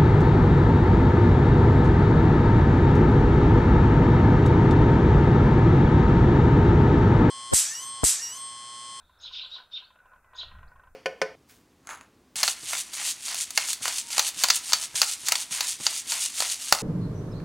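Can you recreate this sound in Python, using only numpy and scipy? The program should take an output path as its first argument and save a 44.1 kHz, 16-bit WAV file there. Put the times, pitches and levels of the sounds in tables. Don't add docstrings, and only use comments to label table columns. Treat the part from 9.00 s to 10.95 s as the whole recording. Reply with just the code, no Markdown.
import sys
import numpy as np
from scipy import signal
from scipy.fft import rfft, irfft
from scipy.io import wavfile

SR = 44100
rng = np.random.default_rng(int(sys.argv[2]) if len(sys.argv) > 2 else 0)


def wav_out(sig):
    wavfile.write(sys.argv[1], SR, np.round(np.clip(np.atleast_2d(sig).T, -1, 1) * 32767).astype(np.int16))


N = 85995
T = np.arange(N) / SR


def from_db(db):
    return 10 ** (np.asarray(db) / 20)


def unit_power(x):
    return x / np.sqrt(np.mean(x ** 2) + 1e-20)


def in_time(rows):
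    times, *columns = np.transpose(rows)
    return [np.interp(T, times, column) for column in columns]


def noise(spectrum):
    hz, db = np.transpose(spectrum)
    bins_hz = np.maximum(np.arange(N // 2 + 1) * SR / N, 1)
    gain = from_db(np.interp(np.log(bins_hz), np.log(hz), db))
    return unit_power(irfft(rfft(rng.standard_normal(N)) * gain, N))


def flutter(rate_hz):
    lowpass = signal.butter(2, rate_hz, fs=SR, output="sos")
    return unit_power(signal.sosfilt(lowpass, rng.standard_normal(N)))


def gate(start, end, attack_s, release_s):
    return (1 + np.tanh((T - start) / attack_s)) * (1 - np.tanh((T - end) / release_s)) / 4


def decay(age, t60):
    return np.exp(-np.log(1000) * age / t60)


def tone(hz):
    return np.sqrt(2) * np.sin(2 * np.pi * (np.cumsum(hz) / SR + rng.random()))


def microphone_hiss():
    # frequency in Hz, relative level in dB.
    spectrum = [(1000, -13), (4800, -5), (6500, 1), (9000, 2), (15000, 0)]
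    side = from_db(-1.5) * noise(spectrum) * np.array([[1], [-1]])
    return from_db(-79.5) * (noise(spectrum) + side)


def distant_rumble():
    # frequency in Hz, relative level in dB.
    spectrum = [(15, -7.5), (35, -12), (68, -5), (110, -12), (200, -14.5), (400, -22), (900, -32.5),
                (2000, -48), (4500, -47)]
    return from_db(-73) * noise(spectrum)


def handling_rumble():
    # time in seconds, level in dB.
    envelope = [(0, -68.5), (.43, -70.5), (.65, -78), (.76, -86), (.92, -88), (1.15, -67.5), (1.38, -66.5),
                (1.48, -50.5), (1.61, -44), (1.7, -54), (1.83, -62), (1.95, -58)]
    # frequency in Hz, relative level in dB.
    spectrum = [(15, 3), (35, -3.5), (58, 2), (85, -4), (130, -14), (220, -24.5), (500, -63.5)]
    return from_db(in_time(envelope)[0]) * noise(spectrum)


def lingering_echo():
    # time in seconds, level in dB.
    envelope = [(0, -73.5), (.18, -71.5), (.3, -100.5)]
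    # frequency in Hz, relative level in dB.
    spectrum = [(2000, -48), (2800, -15.5), (3700, 11.5), (4200, 0), (4800, -13), (7000, -34.5)]
    return from_db(in_time(envelope)[0]) * noise(spectrum)


def motor_whir():
    # time in seconds, relative level of the whir in dB.
    envelope = [(0, -60), (.07, -72), (.2, -62.5), (.5, -62), (.6, -55.5), (.69, -66.5), (.8, -62),
                (.92, -68), (1.13, -59), (1.22, -67.5), (1.4, -57), (1.62, -59), (1.87, -62.5), (1.95, -73)]
    # frequency in Hz, relative level of the whir in dB.
    spectrum = [(200, -23.5), (400, -12.5), (600, -4.5), (850, -6), (1020, -1), (1130, -6.5), (1380, 1),
                (1520, 3.5), (1700, -9), (2150, -17), (2600, -12.5), (3300, -50.5), (5000, -40)]
    # time in seconds, frequency in Hz, level in dB.
    whine = [(1.2, 1990, -99), (1.25, 2030, -76.5), (1.36, 1863, -68), (1.6, 1916, -71), (1.8, 1842, -78),
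             (1.87, 1860, -75.5), (1.9, 1860, -110)]
    whir_db, = in_time(envelope)
    whine_hz, whine_db = in_time(whine)
    return from_db(whir_db - 1) * noise(spectrum) + from_db(whine_db) * tone(whine_hz)


def motor_ticks():
    # start in seconds, then relative levels in dB of the rattle, the low mode and the high mode.
    steps = [(0.095, -52.5, -58, -73), (0.249, -61, -57, -51.5), (0.31, -53, -52, -59),
             (0.35, -51, -62, -53.5), (0.397, -56.5, -60, -60), (0.434, -54, -51.5, -53),
             (0.457, -45, -58, -51.5), (0.561, -57, -50, -60), (0.583, -42, -77, -42.5),
             (0.6, -45.5, -49.5, -46), (0.822, -53, -53, -53), (0.904, -46.5, -55.5, -84),
             (0.956, -46, -63, -60), (0.987, -48.5, -77, -51), (1.002, -60, -70, -49.5),
             (1.056, -49, -54.5, -55), (1.117, -59, -57, -48), (1.133, -49.5, -49.5, -72),
             (1.159, -57.5, -58, -52.5), (1.244, -51, -60, -59), (1.309, -59.5, -66, -61),
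             (1.333, -41.5, -50, -60), (1.351, -50.5, -46.5, -46.5), (1.393, -58, -49.5, -60.5),
             (1.43, -35.5, -48.5, -67), (1.514, -38, -50.5, -62), (1.551, -50, -52, -53),
             (1.586, -41.5, -58, -51), (1.629, -45, -50.5, -47.5), (1.718, -59, -52.5, -47.5),
             (1.758, -51.5, -53, -72), (1.795, -51.5, -54, -47), (1.835, -48, -53.5, -61),
             (1.871, -52.5, -54, -52)]
    # frequency in Hz, relative level in dB.
    rattle_spectrum = [(250, -25.5), (520, -2.5), (700, 1.5), (900, -6), (1200, -3.5), (1400, 1.5),
                       (1650, -4), (2100, -9), (2600, -4.5), (3800, -14.5), (5000, -33.5), (9000, -55.5)]
    # frequency in Hz, time to fall 60 dB in seconds, gain in dB.
    modes = [(1025, .068, 4.05), (1495, .063, .2)]
    rise_s, rattle_decay_s, rattle_gain_db, detuning = .0009, .008, -11, .022
    out, rattle = np.zeros(N), noise(rattle_spectrum)
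    for start, rattle_db, *mode_levels in steps:
        age = np.maximum(T - start, 0)
        onset = 1 - np.exp(-age / rise_s)
        out += from_db(rattle_db + rattle_gain_db) * onset * np.exp(-age / rattle_decay_s) * rattle
        for (hz, t60, gain_db), mode_db in zip(modes, mode_levels):
            ring = np.sin(2 * np.pi * hz * (1 + detuning * rng.standard_normal()) * age)
            out += from_db(mode_db + gain_db) * onset * decay(age, t60) * ring
    return out


def diffuse_response(db, t60):
    delay_s, build_s = .012, .005
    age = np.maximum(T - delay_s, 0)
    envelope = decay(age, t60) * (1 - np.exp(-age / build_s))
    return from_db(db) * unit_power(envelope * rng.standard_normal(N)) / np.sqrt(N)


def garden(direct):
    # delay in seconds, level relative to the direct sound in dB.
    echoes = [(.0125, -13), (.021, -14), (.033, -14.5)]
    tail_cutoff_hz, blur_hz = 3600, 170
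    near = sum(from_db(db) * np.interp(T - delay, T, direct) for delay, db in echoes)
    shrubs = diffuse_response(db=-6, t60=.22)
    lowpass = signal.butter(6, tail_cutoff_hz, fs=SR, output="sos")
    tail = signal.sosfilt(lowpass, diffuse_response(db=-11, t60=.41))
    blur_phase = 2 * np.pi * np.cumsum(blur_hz * flutter(rate_hz=311)) / SR
    blurred = np.real(signal.hilbert(direct) * np.exp(1j * blur_phase))
    return direct + near + signal.fftconvolve(blurred, shrubs + tail)[:N]


def small_bird():
    # centre and half length in seconds, centre frequency in Hz, sweep in Hz/s, level in dB.
    chips = [(.846, .009, 4200, 36000, -54), (1.683, .007, 4500, 95000, -70)]
    out = np.zeros(N)
    for centre, half, centre_hz, sweep, db in chips:
        hz = centre_hz + sweep * np.clip(T - centre, -2 * half, 2 * half)
        envelope = gate(centre - half, centre + half, attack_s=.0025, release_s=.0025)
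        out += from_db(db) * envelope * tone(hz)
    return out


def blackbird_squeaks():
    # centre and half length in seconds, frequency and its rms deviation in Hz, level in dB.
    squeaks = [(0.193, 0.0051, 5380, 81.4, -67), (0.218, 0.017, 3820, 254, -58),
               (0.226, 0.016, 6470, 229.8, -59), (0.246, 0.05, 5080, 256, -64),
               (0.34, 0.032, 6540, 201, -72.5), (0.496, 0.061, 7310, 333.3, -79.5),
               (0.725, 0.0086, 3700, 70, -49), (0.749, 0.024, 5420, 204, -71),
               (1.38, 0.026, 6510, 267, -63), (1.371, 0.024, 3590, 235, -58), (1.371, 0.01, 4800, 354, -55)]
    out = np.zeros(N)
    for centre, half, hz, rough_hz, db in squeaks:
        envelope = gate(centre - half, centre + half, attack_s=.0025, release_s=.0027)
        out += from_db(db) * envelope * tone(hz + rough_hz * flutter(rate_hz=870))
    return out


def blackbird_calls():
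    # crest time in seconds, crest frequency in Hz, rise and fall in seconds, level in dB,
    # rms frequency deviation in Hz, level of the rasp relative to the whistle in dB.
    calls = [(0.246, 3973, 0.01, 0.039, -43, 127, -8), (.342, 3713, .007, 0.0075, -38.5, 69.8, -6),
             (.376, 3710, .016, .024, -36, 110.8, -8.5), (.434, 4073, 0.023, .020, -39, 145, -23),
             (0.545, 3959, 0.029, 0.0283, -40.5, 59.5, -9.5), (0.757, 3787, 0.023, .021, -36, 37, -15),
             (1.399, 3996, .015, .023, -37, 154.3, -13.5)]
    # frequency in Hz, relative level in dB.
    rasp_spectrum = [(1800, -30), (2300, -17.5), (2700, -10.5), (3600, 3.5), (4400, -3.5), (5200, -5),
                     (5900, -18), (6800, -32), (8000, -42.5), (11000, -50.5)]
    climb_hz_per_s, drop_hz_per_fall, rasp_lead_s = 9200, 737, .013
    half_band_hz, break_s, band_power_share = 330, .012, .7
    out, rasp, wobble = np.zeros(N), noise(rasp_spectrum), flutter(rate_hz=585)
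    shake = noise([(1, 0), (half_band_hz, 0), (2 * half_band_hz, -12),
                   (4 * half_band_hz, -36), (8 * half_band_hz, -100)])
    for crest, crest_hz, rise, fall, db, rough_hz, rasp_db in calls:
        climb_left_hz = climb_hz_per_s * np.clip(crest - T, 0, 2 * rise)
        drop_hz = drop_hz_per_fall * np.clip((T - crest) / fall, 0, 1.4)
        hz = crest_hz - climb_left_hz - drop_hz
        broken = band_power_share * np.clip((T - crest) / break_s, 0, 1)
        whistle = np.sqrt(1 - broken) * tone(hz + rough_hz * wobble)
        band = np.sqrt(broken) * shake * tone(hz + half_band_hz * wobble / 2)
        start, end = crest - rise, crest + fall
        out += from_db(db) * gate(start, end, attack_s=.003, release_s=.009) * (whistle + band)
        out += from_db(db + rasp_db) * gate(start - rasp_lead_s, end, attack_s=.011, release_s=.013) * rasp
    return out


def scene():
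    chip_reflected_share = .6
    chips = small_bird()
    blackbird = blackbird_calls() + blackbird_squeaks()
    birds = garden(blackbird + chip_reflected_share * chips) + (1 - chip_reflected_share) * chips
    motor = motor_ticks() + motor_whir()
    background = distant_rumble() + handling_rumble() + lingering_echo() + microphone_hiss()
    return birds + motor + background


def record(dry):
    cutoff_hz = 15700
    return signal.sosfilt(signal.ellip(12, .1, 70, cutoff_hz, fs=SR, output="sos"), dry)


dry = scene()
out = record(dry)
wav_out(out)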